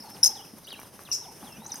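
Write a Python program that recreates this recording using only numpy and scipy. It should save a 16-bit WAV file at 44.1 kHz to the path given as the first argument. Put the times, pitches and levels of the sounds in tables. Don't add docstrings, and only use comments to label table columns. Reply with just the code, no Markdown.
import sys
import numpy as np
from scipy import signal
from scipy.fft import rfft, irfft, next_fast_len
from scipy.io import wavfile
from scipy.ndimage import uniform_filter1d, map_coordinates

SR = 44100
rng = np.random.default_rng(int(sys.argv[2]) if len(sys.argv) > 2 else 0)


def generate_wav(signal):
    frames = np.transpose(np.atleast_2d(signal))
    scaled = np.clip(frames, -1, 1) * 32767
    pcm = np.round(scaled).astype(np.int16)
    wavfile.write(sys.argv[1], SR, pcm)


def convert_level_to_amplitude(level_db):
    exponent = np.asarray(level_db, float) / 20
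    return 10 ** exponent


N = 79380

# freq_hz, level_db
PORT_COLOUR = [(4500, -2), (5050, 7.5), (6350, 8), (7400, -8), (8700, 9.5), (11000, 11), (13000, 7.5),
               (16000, -4)]


def unit(x):
    return x / np.sqrt(np.mean(x ** 2) + 1e-20)


def along(points, hz):
    f, v = np.transpose(points)
    return np.interp(np.log(hz + 1), np.log(f + 1), v)


def wobble(rate_hz):
    knots = rng.standard_normal(int(N * rate_hz / SR) + 4)
    return map_coordinates(knots, [np.arange(N) * rate_hz / SR])


def filtered(x, response):
    m = next_fast_len(N + SR // 2)
    return irfft(rfft(x, m) * response(np.fft.rfftfreq(m, 1 / SR)), m)[..., :N]


def add(track, start_s, sound):
    part = track[round(start_s * SR):][:len(sound)]
    part += sound[:len(part)]


def ports(x, direction):
    side_hz, width_hz, side_db, turn_rad = 7040, 1170, 22.5, .4

    def response(f):
        resonance = width_hz * f / (side_hz ** 2 - f * f + 1j * f * width_hz)
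        side = direction * np.exp(-1j * turn_rad) * convert_level_to_amplitude(side_db) * resonance
        return convert_level_to_amplitude(along([(3000, 0.0093)] + PORT_COLOUR, f)) + side * [[1], [-1]]

    return filtered(x, response)


def diffuse(pair):
    # freq_hz, left_right_likeness
    likeness = [(40, 0.25), (100, 1), (300, 0.787), (1000, 0.808), (4000, 0.98), (7300, 0.42),
                (9000, 0.664), (15000, 0.94)]

    def response(f):
        turn_rad = np.arccos(np.clip(along(likeness, f), -1, 1)) / 2
        colour = convert_level_to_amplitude(along([(3000, 0)] + PORT_COLOUR, f))
        return colour * [np.cos(turn_rad), np.sin(turn_rad)]

    mid, side = filtered(pair, response)
    return np.array([mid + side, mid - side])


def echoes(x):
    near_t60_s, far_db, gap_s, grain_db, grains_per_s = 0.1, 2.5, .002, 3, 450
    # freq_hz, t60_s
    far_decay = [(500, 0.9), (5000, 0.57), (12000, 0.302)]
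    hz, t, z = signal.stft(rng.standard_normal((2, SR // 2)), SR, nperseg=128)
    near = convert_level_to_amplitude(-60 * t / near_t60_s)
    far = convert_level_to_amplitude(far_db - 12.5 - 60 * t / along(far_decay, hz)[:, None])
    tail = signal.istft(z * (near + far), SR, nperseg=128)[1]
    tail = tail * convert_level_to_amplitude(grain_db * wobble(grains_per_s)[:tail.shape[1]])
    late = np.pad(x, (round(gap_s * SR), 0))[None]
    return diffuse(signal.fftconvolve(late, tail / np.linalg.norm(tail[0]), axes=1)[:, :N])


def air():
    level_db, split_hz = -51, 140
    # freq_hz, level_db_per_hz
    hush = [(25, -13.5), (60, -7.5), (130, -0.5), (250, -1), (500, -5), (900, -7.5), (2000, -15.5),
            (16000, -26)]
    # time_s, strength_db
    breeze = [
        (0.0, -55),
        (0.314, -53.5),
        (0.436, -56.5),
        (0.916, -57.5),
        (1.518, -54.5),
        (1.638, -56.5),
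        (1.8, -52.5),
    ]
    z = signal.stft(rng.standard_normal((2, N)), nperseg=512)[2]
    patches = uniform_filter1d(rng.standard_normal(z.shape[1:]), 6, 0)
    patches = uniform_filter1d(patches, 8, 1)
    steady = signal.istft(z * convert_level_to_amplitude(1.45 * unit(patches)), nperseg=512)[1][:, :N]
    breeze_db = np.interp(np.arange(N) / SR, *np.transpose(breeze))
    rustle_db = 0.61 * wobble(5.4) + 2.0 * wobble(59.7)
    swell = convert_level_to_amplitude(0.93 * (breeze_db - breeze_db.mean()) + rustle_db)
    rumble = filtered(steady, lambda f: f < split_hz)
    pair = rumble + filtered(steady * swell, lambda f: f >= split_hz)
    return convert_level_to_amplitude(level_db) * diffuse(unit(filtered(pair, lambda f: convert_level_to_amplitude(along(hush, f)))))


def whistles():
    flutter_db, waver_ratio, port_boost_ease, echo_db = 2.6, .012, .65, -6.5
    # start_s, length_s, from_hz, to_hz, level_db
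    slides = [(.001, 0.0109, 4640, 5403, -44), (.022, 0.0069, 5190, 5300, -42.5),
              (.032, 0.0127, 4500, 4775, -52), (.095, 0.011, 4050, 5350, -48),
              (.23, .014, 1786, 1550, -45.5), (.298, 0.028, 2923, 3480, -53),
              (.342, 0.074, 4572, 2890, -48.5), (.645, 0.01, 6100, 5810, -50.5),
              (.698, .018, 5300, 3790, -43.5), (.719, .017, 3453, 2885, -36),
              (.749, 0.013, 2020, 1630, -52), (.786, 0.0097, 2370, 2304, -45.5),
              (1.443, 0.08, 4274, 2750, -54), (1.522, 0.0093, 5230, 5373, -47),
              (1.59, 0.081, 3472, 4041, -54.5), (1.699, 0.018, 4300, 3640, -48),
              (1.723, 0.0163, 5550, 4910, -42), (1.762, 0.0129, 8260, 8330, -45),
              (1.099, 0.0075, 2470, 2860, -51.5), (1.405, 0.026, 2670, 3520, -57.5)]
    # start_s, length_s, from_hz, to_hz, level_db
    glides = [(.642, 0.0148, 4870, 3530, -48), (.671, 0.015, 2780, 3540, -42.5),
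              (.685, 0.0076, 3830, 3880, -36.5), (.705, 0.0083, 4860, 4180, -41),
              (.657, 0.01, 4760, 4650, -49), (.758, 0.02, 3212, 2950, -50), (.757, .022, 3790, 4020, -51),
              (.801, .011, 5318, 6200, -53), (.013, 0.0094, 4120, 4940, -49), (.044, .007, 4800, 4200, -52),
              (.078, .006, 5250, 5150, -60), (.082, .007, 4330, 4080, -51.5),
              (.088, 0.0072, 5250, 5250, -52), (.105, 0.0259, 5310, 5440, -50),
              (.163, .008, 3750, 2400, -49), (1.05, 0.037, 4223, 2314, -47.5),
              (1.221, 0.0081, 4120, 3885, -55), (1.512, 0.041, 2776, 2590, -54.5),
              (1.535, 0.0114, 2850, 3400, -55), (1.556, 0.026, 2330, 2517, -57),
              (1.661, 0.0079, 5720, 6690, -39), (1.667, 0.02, 8300, 8100, -55),
              (1.688, .012, 6700, 4246, -47), (1.7185, 0.0045, 6435, 5630, -26),
              (1.756, 0.0041, 5630, 6700, -28), (1.556, .026, 5900, 5900, -57),
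              (1.784, .01, 6660, 5500, -54), (.2358, 0.0046, 4110, 3510, -30.5),
              (1.1205, 0.0047, 4400, 3700, -39.5)]
    # start_s, length_s, from_hz, to_hz, level_db
    bends = [(.133, .031, 5400, 3950, -49), (.41, .024, 2950, 3570, -50), (.689, 0.009, 3500, 2600, -47),
             (.053, 0.025, 4300, 4620, -50), (.83, .025, 4100, 2830, -58.5), (1.106, .023, 2880, 2380, -48),
             (1.233, 0.034, 3750, 2387, -54), (1.55, 0.03, 2620, 3120, -53),
             (1.643, 0.0127, 5746, 6600, -49), (.736, .013, 2900, 2350, -44),
             (1.742, 0.035, 5020, 4860, -49), (.445, 0.0171, 2610, 2613, -55),
             (.715, .007, 3850, 3550, -41)]
    shapes = ((slides, lambda u: 1 - (1 - u) ** 1.9), (glides, lambda u: u), (bends, lambda u: u ** 2.0))
    dry, waver, flutter = np.zeros(N), wobble(300), wobble(150)
    for rows, curve in shapes:
        for start_s, length_s, from_hz, to_hz, level_db in rows:
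            u = np.linspace(0, 1, round(length_s * SR))
            hz = from_hz + (to_hz - from_hz) * curve(u)
            hz = hz * (1 + waver_ratio * waver[round(start_s * SR):][:len(u)])
            port_db = along([(3000, 0.014)] + PORT_COLOUR, hz)
            tone_db = level_db - port_boost_ease * np.clip(port_db, 0, None)
            tone = np.sin(2 * np.pi * np.cumsum(hz) / SR)
            add(dry, start_s, convert_level_to_amplitude(tone_db) * np.sin(np.pi * u) ** 0.4 * tone)
    dry = dry * convert_level_to_amplitude(flutter_db * flutter)
    return ports(dry, 0.053) + convert_level_to_amplitude(echo_db) * echoes(dry)


def footfalls():
    # start_s, peak_db
    ticks = [(0.102, -33), (0.5848, -33.5), (0.6698, -34), (0.7288, -29), (0.7998, -29.5), (0.8313, -34),
             (0.837, -36), (0.894, -44), (1.008, -39), (1.036, -36), (1.052, -41), (1.7432, -27.5)]
    # start_s, peak_db, pitch_hz
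    taps = [(0.0942, -43, 925), (0.7061, -40.5, 1860), (0.7283, -38.5, 870), (0.7931, -36.5, 920),
            (0.8335, -42, 990), (0.855, -44.5, 1000), (0.9926, -37, 1200), (1.0896, -37.5, 1210),
            (1.4287, -40, 1130), (1.6209, -44, 820), (0.965, -51, 890), (0.108, -43, 2280),
            (0.816, -38.5, 1700), (1.6564, -39, 1087), (1.7429, -37.5, 1640)]
    # start_s, peak_db, pitch_hz
    thumps = [
        (0.004, -43.5, 221),
        (0.537, -40, 240.7),
        (0.737, -46, 280),
        (0.793, -50.5, 274),
        (1.303, -49, 212),
        (1.431, -40, 194),
        (1.584, -41.5, 193.4),
        (1.593, -39, 210),
        (1.741, -44.5, 241),
    ]
    dry, t = np.zeros(N), np.arange(SR // 20) / SR
    for start_s, peak_db in ticks:
        add(dry, start_s, convert_level_to_amplitude(peak_db - 6.5 - 60 * t / 0.006) * rng.standard_normal(len(t)))
    dry = filtered(dry, lambda f: f ** 2 / (f ** 2 + 6500 ** 2))
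    for rows, t60_cycles, lift_db in ((taps, 4, 9), (thumps, 7, 6)):
        for start_s, peak_db, hz in rows:
            decay = convert_level_to_amplitude(peak_db + lift_db - 60 * t * hz / t60_cycles)
            add(dry, start_s, decay * np.sin(2 * np.pi * hz * t))
    dry = filtered(dry, lambda f: f ** 4 / (f ** 4 + 130 ** 4))
    return ports(dry, 0.21) + convert_level_to_amplitude(-5.5) * echoes(dry)


def dove():
    purr_hz, purr_swing_hz, purr_depth = 30, 75, .92
    # start_s, length_s, pitch_hz, level_db
    coos = [
        (0.03, 0.075, 863, -43.5),
        (.105, 0.11, 829, -52),
        (0.215, 0.2144, 845, -44.5),
        (1.206, 0.047, 887, -48.5),
        (1.249, 0.032, 716, -45.5),
        (1.272, 0.051, 860.2, -45),
        (1.426, 0.049, 758, -46),
        (1.471, 0.041, 853, -46),
        (1.61, .19, 862, -46.5),
    ]
    dry, uneven, drift = np.zeros(N), wobble(27.06), wobble(20)
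    for start_s, length_s, pitch_hz, level_db in coos:
        t = np.arange(round(length_s * SR)) / SR
        beat = 2 * np.pi * purr_hz * t
        hz = pitch_hz + purr_swing_hz * np.sin(beat) + 20 * drift[round(start_s * SR):][:len(t)]
        throb = 1 - purr_depth * np.cos(beat / 2) ** 2
        swell = np.sin(np.pi * t / length_s) ** 0.089
        add(dry, start_s, convert_level_to_amplitude(level_db) * throb * swell * np.sin(2 * np.pi * np.cumsum(hz) / SR))
    dry = dry * convert_level_to_amplitude(1.22 * uneven)
    return dry * convert_level_to_amplitude([[.8], [-.8]]) + convert_level_to_amplitude(-6) * echoes(dry)


def chips():
    base_hz, sag_hz, sag_s, far_start_hz = 5680, 480, .0075, 302.5
    length_s, rise_s, release_s = .056, .0045, 0.0038
    waver_ratio, flutter_db, rasp_db = .032, 3, -21.5
    octave_level_db, octave_swing, far_dull = -16.5, 1.2, 0.75
    # start_s, level_db, echo_db, tempo, direction (-1..1)
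    calls = [
        (0.2293, -17, -8.5, 1.0, 0.29),
        (1.1131, -31, 3.5, .93, 0.25),
    ]
    # after_start_s, leap_hz, rise_s, fall_s, level_db at the top
    leaps = [
        (.0088, -600, .0028, .0032, -13),
        (.0157, 2950, .003, .0042, -13),
        (.0268, 3150, .003, .0055, -9),
        (.0366, 1400, .0024, .017, -5),
    ]
    # after_start_s, level_db
    effort = [(0, 0), (.005, 3.5), (.012, 0), (.021, -3), (.027, -5), (.033, 0), (.04, -6), (.048, -11),
              (.056, -14)]
    out = 0
    for start_s, level_db, echo_db, tempo, direction in calls:
        t = np.arange(round(length_s * tempo * SR)) / SR / tempo
        n = len(t)
        rough = np.clip((t - .008) / 0.0081, 0, 1)
        onset = np.clip(t / rise_s, 0, 1)
        extra_hz = far_start_hz * (tempo < .97)
        hz = base_hz - sag_hz + (sag_hz + extra_hz) * np.exp(-(t / sag_s) ** 2)
        fade_db = np.interp(t, *np.transpose(effort)) + flutter_db * rough * wobble(492)[:n]
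        dip_db = 0
        for top_s, leap_hz, up_s, down_s, top_db in leaps:
            away = np.where(t < top_s, (t - top_s) / up_s, (t - top_s) / down_s)
            bump = np.cos(np.pi / 2 * np.clip(away, -1, 1)) ** 2
            hz = hz + leap_hz * bump
            dip_db = dip_db + top_db * bump
        phase = 2 * np.pi * np.cumsum(hz * (1 + waver_ratio * rough * wobble(711)[:n])) / SR
        octave_db = octave_level_db - far_dull * (echo_db + 9)
        octave_db = octave_db + dip_db * np.where(hz < base_hz - sag_hz, octave_swing, .15)
        octave_db = octave_db + 0.84 * flutter_db * wobble(525)[:n]
        tone = convert_level_to_amplitude(dip_db) * np.sin(phase)
        octave = convert_level_to_amplitude(octave_db) * onset * np.sin(2 * phase)
        rasp = convert_level_to_amplitude(rasp_db) * (0.363 + rough) * rng.standard_normal(n)
        envelope = convert_level_to_amplitude(level_db + fade_db) * onset ** 1.33 * np.clip((length_s - t) / release_s, 0, 1)
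        dry = np.zeros(N)
        add(dry, start_s, envelope * (tone + octave + rasp))
        dry = filtered(dry, lambda f: f ** 2 / (f ** 2 + 1200 ** 2))
        out = out + ports(dry, direction) + convert_level_to_amplitude(echo_db) * echoes(dry)
    return out


def scene():
    return air() + whistles() + footfalls() + dove() + chips()


def roll_off(x):
    return signal.sosfilt(signal.butter(12, 16360, fs=SR, output="sos"), x)


def record(dry):
    mix = filtered(dry, lambda f: f < 16330)
    return roll_off(mix)


dry = scene()
out = record(dry)
generate_wav(out)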